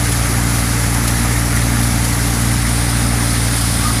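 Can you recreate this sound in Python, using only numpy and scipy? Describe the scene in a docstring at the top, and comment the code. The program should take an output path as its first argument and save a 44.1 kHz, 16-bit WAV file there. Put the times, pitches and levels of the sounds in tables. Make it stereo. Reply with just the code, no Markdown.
"""A diesel exhaust throbs under the roar and hiss of a wheat thresher running in an open field.
Periodic firings give the tractor a harmonic note, which sags a little under load. The beater drum
hums and modulates the roar in its housing; blown chaff hisses on sheet metal, with short spurts of
grain. The hiss on the right changes colour as the microphone turns. One brief squeal comes near the end."""
import sys
import numpy as np
from scipy import signal
from scipy.fft import rfft, irfft, next_fast_len
from scipy.io import wavfile
from scipy.ndimage import uniform_filter1d, map_coordinates

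SR = 44100
rng = np.random.default_rng(int(sys.argv[2]) if len(sys.argv) > 2 else 0)


def int16_out(signal):
    """Quantize to a 16-bit WAV file."""
    q = np.round(np.clip(np.atleast_2d(signal).T, -1, 1) * 32767)
    wavfile.write(sys.argv[1], SR, q.astype(np.int16))


N = 176400

# Engine speed. Each row: time in seconds, firings per second.
FIRING_RATE = [(0, 58.24), (1.2, 58.42), (2.4, 58.42), (3.15, 58.52), (3.6, 57.68), (4, 57.45)]
# Exhaust note. Each row: multiple of the firing rate, level in dB.
EXHAUST_HARMONICS = [(1, -17.5), (2, -16.5), (3, -27), (4, -26.5), (5, -27), (6, -48), (8, -46.5), (9, -65),
                     (10, -38.5), (12, -45.5), (13, -46)]
# Rumble of the exhaust gas. Each row: frequency in Hz, density in dB per Hz.
RUMBLE_SPECTRUM = [(20, -84), (35, -71), (60, -51), (85, -47.5), (140, -51.5), (255, -51), (290, -57.5),
                   (315, -69), (500, -72), (900, -100)]
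# Drift of the exhaust level. Each row: time in seconds, gain in dB.
EXHAUST_GAIN = [(0, -1), (1.1, -0.5), (1.8, 0.2), (2.3, -0.3), (3.2, -0.1), (3.6, -1.5), (4, -1)]

# Hum of the thresher. Each row: multiple of the drum rate, level in dB.
HUM_HARMONICS = [(3, -42), (6, -30), (13, -35), (15, -34.5), (18, -34), (24, -47), (28, -46.5), (30, -48.5),
                 (49, -44.5), (75, -43), (102, -46)]
# Modulation of the roar by uneven beaters. Each row: multiple of the drum rate, depth as a fraction.
BEATER_FLUTTER = [(3, .1), (4, .05), (5, .05), (6, .08), (8, .05)]
# Roar in the drum housing. Each row: frequency in Hz, density in dB per Hz.
ROAR_SPECTRUM = [(250, -62.5), (350, -57), (520, -60.5), (680, -57), (820, -54.5), (980, -56.5),
                 (1200, -56), (1600, -57), (2150, -58), (2700, -64), (3600, -100)]
# Stereo balance of the roar. Each row: frequency in Hz, left minus right in dB.
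ROAR_LEFT_EXCESS = [(350, 2), (520, -4), (680, 2.7), (820, 1.5), (980, 2.2), (1200, -3.5), (1600, -3),
                    (2150, 1.5)]
# Likeness of the roar on left and right. Each row: frequency in Hz, coherence from 0 to 1.
ROAR_COHERENCE = [(330, 0.34), (600, 0.067), (850, 0.34), (1080, 0.77), (1350, 0.067), (1600, 0.36),
                  (2100, 0.75), (2700, 0.77)]
# Stereo phase of the roar. Each row: frequency in Hz, lead of the left in radians.
ROAR_LEFT_LEAD = [(330, 0.2), (750, -0.21), (950, -2.37), (1200, -1.76), (1500, 1), (2000, -0.087),
                  (2600, -2.3)]
# Drift of the roar level. Each row: time in seconds, gain in dB.
ROAR_GAIN = [(0, 1.36), (1.7, 1.6), (2.3, 0.8), (3.2, 1), (3.65, 0.1), (4, 1)]

# Chaff hiss on the left, and on the right before and after the microphone turns.
# Each row: frequency in Hz, density in dB per Hz.
LEFT_HISS = [(1800, -84), (2600, -62), (3500, -61), (5000, -63), (7500, -63.5), (9500, -67.2), (12000, -74),
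             (15000, -79.5)]
RIGHT_HISS_BEFORE = [(1800, -109), (2600, -66.5), (3300, -66.5), (4600, -59.5), (6200, -58.6),
                     (8400, -61.5), (9400, -56), (10300, -52), (11400, -57.5), (13000, -68.5),
                     (15000, -71.8)]
RIGHT_HISS_AFTER = [(1800, -80), (2700, -66.5), (3600, -61.5), (5000, -57), (7300, -64), (8200, -60),
                    (9200, -53), (10200, -52.5), (11600, -64.5), (13800, -65), (14900, -88)]
# Flow of chaff. Each row: time in seconds, gain of the hiss in dB.
CHAFF_FLOW = [(0, -0.4), (1, -0.1), (2.1, -0.3), (2.37, .5), (2.6, -0.7), (2.9, -0.2), (3.2, 0.4),
              (3.6, 1.5), (4, 1.1)]
# Spurts of grain. Each row: start in seconds, peak change of the hiss in dB.
GRAIN_SPURTS = [(.116, 4.8), (.939, 3.3), (1.0733, 6.5), (1.558, 3.5), (1.829, 2.5), (2.041, 4.5),
                (2.125, 2), (2.684, 2.5), (3.07, -0.5), (3.607, 1)]

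# Tones of the squeal. Each row: start, peak and end in seconds, first and last pitch in Hz, level in dB.
SQUEAL_TONES = [(3.815, 3.862, 3.985, 1200, 1262, -20), (3.825, 3.89, 3.955, 1200, 1060, -29.5)]


def exhaust(firings, rate, jitter_s=0.000083, waver_db=0.5, puff_depth=0.28, puff_lag_cycles=0.42):
    """Periodic excitation: each firing sends a pressure pulse and a puff of rumbling gas down the pipe."""
    uneven = firings + jitter_s * rate * wobble(35)
    note = sum(amp(db + waver_db * wobble(16)) * np.cos(2 * np.pi * k * uneven)
               for k, db in EXHAUST_HARMONICS)
    puffs = 1 + puff_depth * np.cos(2 * np.pi * (firings - puff_lag_cycles))
    rumble = coloured(puffs * rng.standard_normal(N), RUMBLE_SPECTRUM)
    return amp(curve(EXHAUST_GAIN)) * (note + rumble)


def beater_drum(turns, hum_waver_db=2.5, roar_waver_db=.3):
    """Amplitude modulation: the beaters hum at harmonics of their rotation and chop the housing's roar."""
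    def harmonic(k):
        return np.cos(2 * np.pi * (k * turns + rng.random()))

    hum = sum(amp(db + hum_waver_db * wobble(4.99)) * harmonic(k) for k, db in HUM_HARMONICS)
    flutter = 1 + sum(depth * harmonic(k) for k, depth in BEATER_FLUTTER)
    roar = housing_roar(turns)
    return hum + roar * flutter * amp(curve(ROAR_GAIN) + roar_waver_db * wobble(14))


def housing_roar(turns, repeat_share=.22):
    """Partial coherence: churning air and straw make noise partly alike at each turn and on each side."""
    def mid_side_gains(hz):
        angle = np.arccos(along(ROAR_COHERENCE, hz)) / 2
        return np.array([np.cos(angle), np.sin(angle)])

    def left_right_gains(hz):
        half = np.array([[.5], [-.5]])
        return amp(half * along(ROAR_LEFT_EXCESS, hz)) * np.exp(1j * half * along(ROAR_LEFT_LEAD, hz))

    samples_per_turn = round(N / (turns[-1] - turns[0]))
    repeating = rng.standard_normal((2, 4096))[:, (turns % 1 * samples_per_turn).astype(int)]
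    churn = straw_clumps(with_noise(repeating, repeat_share), depth_db=1.0)
    mid, side = filtered(churn, mid_side_gains)
    stereo = filtered(np.array([mid + side, mid - side]), left_right_gains)
    return coloured(stereo, ROAR_SPECTRUM)


def chaff_hiss(ticks_per_s=2500, tick_share=0.29, spread_db=2.5, turn_start_s=2.35, turn_end_s=2.76):
    """Shot noise: random impacts of kernels and straws on sheet metal merge into a hiss."""
    sizes = amp(spread_db * np.minimum(rng.exponential(size=(2, N)), 5))
    impacts = rng.random((2, N)) < ticks_per_s / SR
    ticks = unit(impacts * sizes * rng.choice([-1, 1], (2, N)))
    left, right = straw_clumps(with_noise(ticks, tick_share), depth_db=1.22)
    turned = curve([(turn_start_s, 0), (turn_end_s, 1)])  # progress of the microphone's turn
    right = (1 - turned) * coloured(right, RIGHT_HISS_BEFORE) + turned * coloured(right, RIGHT_HISS_AFTER)
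    return np.array([coloured(left, LEFT_HISS), right])


def blower_flow(turns, surge_db=0.5, decay_turns=0.32, spurt_rise_s=0.0063, waver_db=0.3, flicker_db=.5):
    """Modulation by flow: the gain of the hiss swells with each blower turn and with spurts of grain."""
    surge = np.exp(-(turns % 1) / decay_turns)
    flow_db = curve(CHAFF_FLOW) + surge_db * (surge - surge.mean())
    for start, peak_db in GRAIN_SPURTS:
        age = np.maximum(np.arange(N) / SR - start, 0) / spurt_rise_s
        flow_db += peak_db * age * np.exp(1 - age)
    flow_db += waver_db * wobble(9.3)
    return amp(flow_db + flicker_db * np.array([wobble(55), wobble(55)]))


def straw_clumps(noise, depth_db):
    """Random filtering: clumps of straw colour the noise in short patches of time and frequency."""
    spectrogram = signal.stft(noise, nperseg=512)[2]
    patches = rng.standard_normal(spectrogram.shape[1:])
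    patches = uniform_filter1d(patches, 4, axis=0)  # across frequency
    patches = uniform_filter1d(patches, 5, axis=1)  # across time
    patchy = signal.istft(spectrogram * amp(depth_db * unit(patches)), nperseg=512)[1]
    return unit(patchy[:, :N])


def squeal(fade_db=23, roughness_rad=.5):
    """Phase modulation roughens a squeal, perhaps a slipping belt: one tone lifts, a weaker one sags."""
    out = np.zeros((2, N))
    for start, peak, end, start_hz, end_hz, db in SQUEAL_TONES:
        hz = curve([(start, start_hz), (end, end_hz)])
        fade = curve([(start, 1), (peak, 0), (end, 1)])
        phase = 2 * np.pi * np.cumsum(hz) / SR + roughness_rad * np.array([wobble(180), wobble(180)])
        out += np.sqrt(2) * (fade < 1) * amp(db - fade_db * fade) * np.sin(phase)
    return out


def amp(db):
    """Decibels as an amplitude ratio."""
    return 10 ** (np.asarray(db) / 20)


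def unit(x):
    """Normalisation to rms 1."""
    return x / np.sqrt(np.mean(x ** 2) + 1e-20)


def along(points, hz):
    """Interpolation of (Hz, value) points on a logarithmic frequency axis."""
    freqs, values = np.transpose(points)
    return np.interp(np.log(hz + 1), np.log(freqs + 1), values)


def curve(points):
    """Linear interpolation of (seconds, value) points at every sample."""
    times, values = np.transpose(points)
    return np.interp(np.arange(N) / SR, times, values)


def wobble(knots_per_s):
    """Spline interpolation of random knots: a smooth fluctuation."""
    knots = rng.standard_normal(4096)
    return map_coordinates(knots, [np.arange(N) * knots_per_s / SR], mode="wrap")


def with_noise(x, share):
    """Independent signals add in power: x supplies the given share, white stereo noise the rest."""
    return np.sqrt(share) * x + np.sqrt(1 - share) * rng.standard_normal((2, N))


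def filtered(x, response):
    """Linear filtering: the spectrum of x is multiplied by a frequency response."""
    size = next_fast_len(N + SR // 2)
    return irfft(rfft(x, size) * response(np.fft.rfftfreq(size, 1 / SR)), size)[..., :N]


def coloured(white, spectrum):
    """Spectral shaping: white noise of rms 1 takes on a density in dB per Hz."""
    return filtered(white, lambda hz: amp(along(spectrum, hz)) * np.sqrt(SR / 2))


def scene(first_firing_s=.0081, left_lead_s=.00008, drum_per_firing=.265, blower_per_firing=.2495):
    """Mechanical coupling: one engine speed sets the exhaust and, by shaft and belts, drum and blower."""
    def from_left(hz):  # the tractor's sound reaches the left side first
        return np.exp(1j * np.pi * hz * left_lead_s * np.array([[1], [-1]]))

    rate = curve(FIRING_RATE)
    firings = np.cumsum(rate) / SR - first_firing_s * rate[0]
    tractor = filtered(exhaust(firings, rate), from_left)
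    drum = beater_drum(drum_per_firing * firings)
    chaff = chaff_hiss() * blower_flow(blower_per_firing * firings)
    return tractor + drum + chaff + squeal()


def record(dry, low_cut_hz=23.7, ceiling=.88, top_hz=15400):
    """Band limiting and soft saturation: the deepest bass and top treble go, and high peaks round off."""
    x = signal.sosfilt(signal.butter(2, low_cut_hz, "high", fs=SR, output="sos"), dry)
    x = x / (1 + np.abs(x / ceiling) ** 8) ** (1 / 8)
    return filtered(x, lambda hz: hz < top_hz)


dry = scene()
out = record(dry)
int16_out(out)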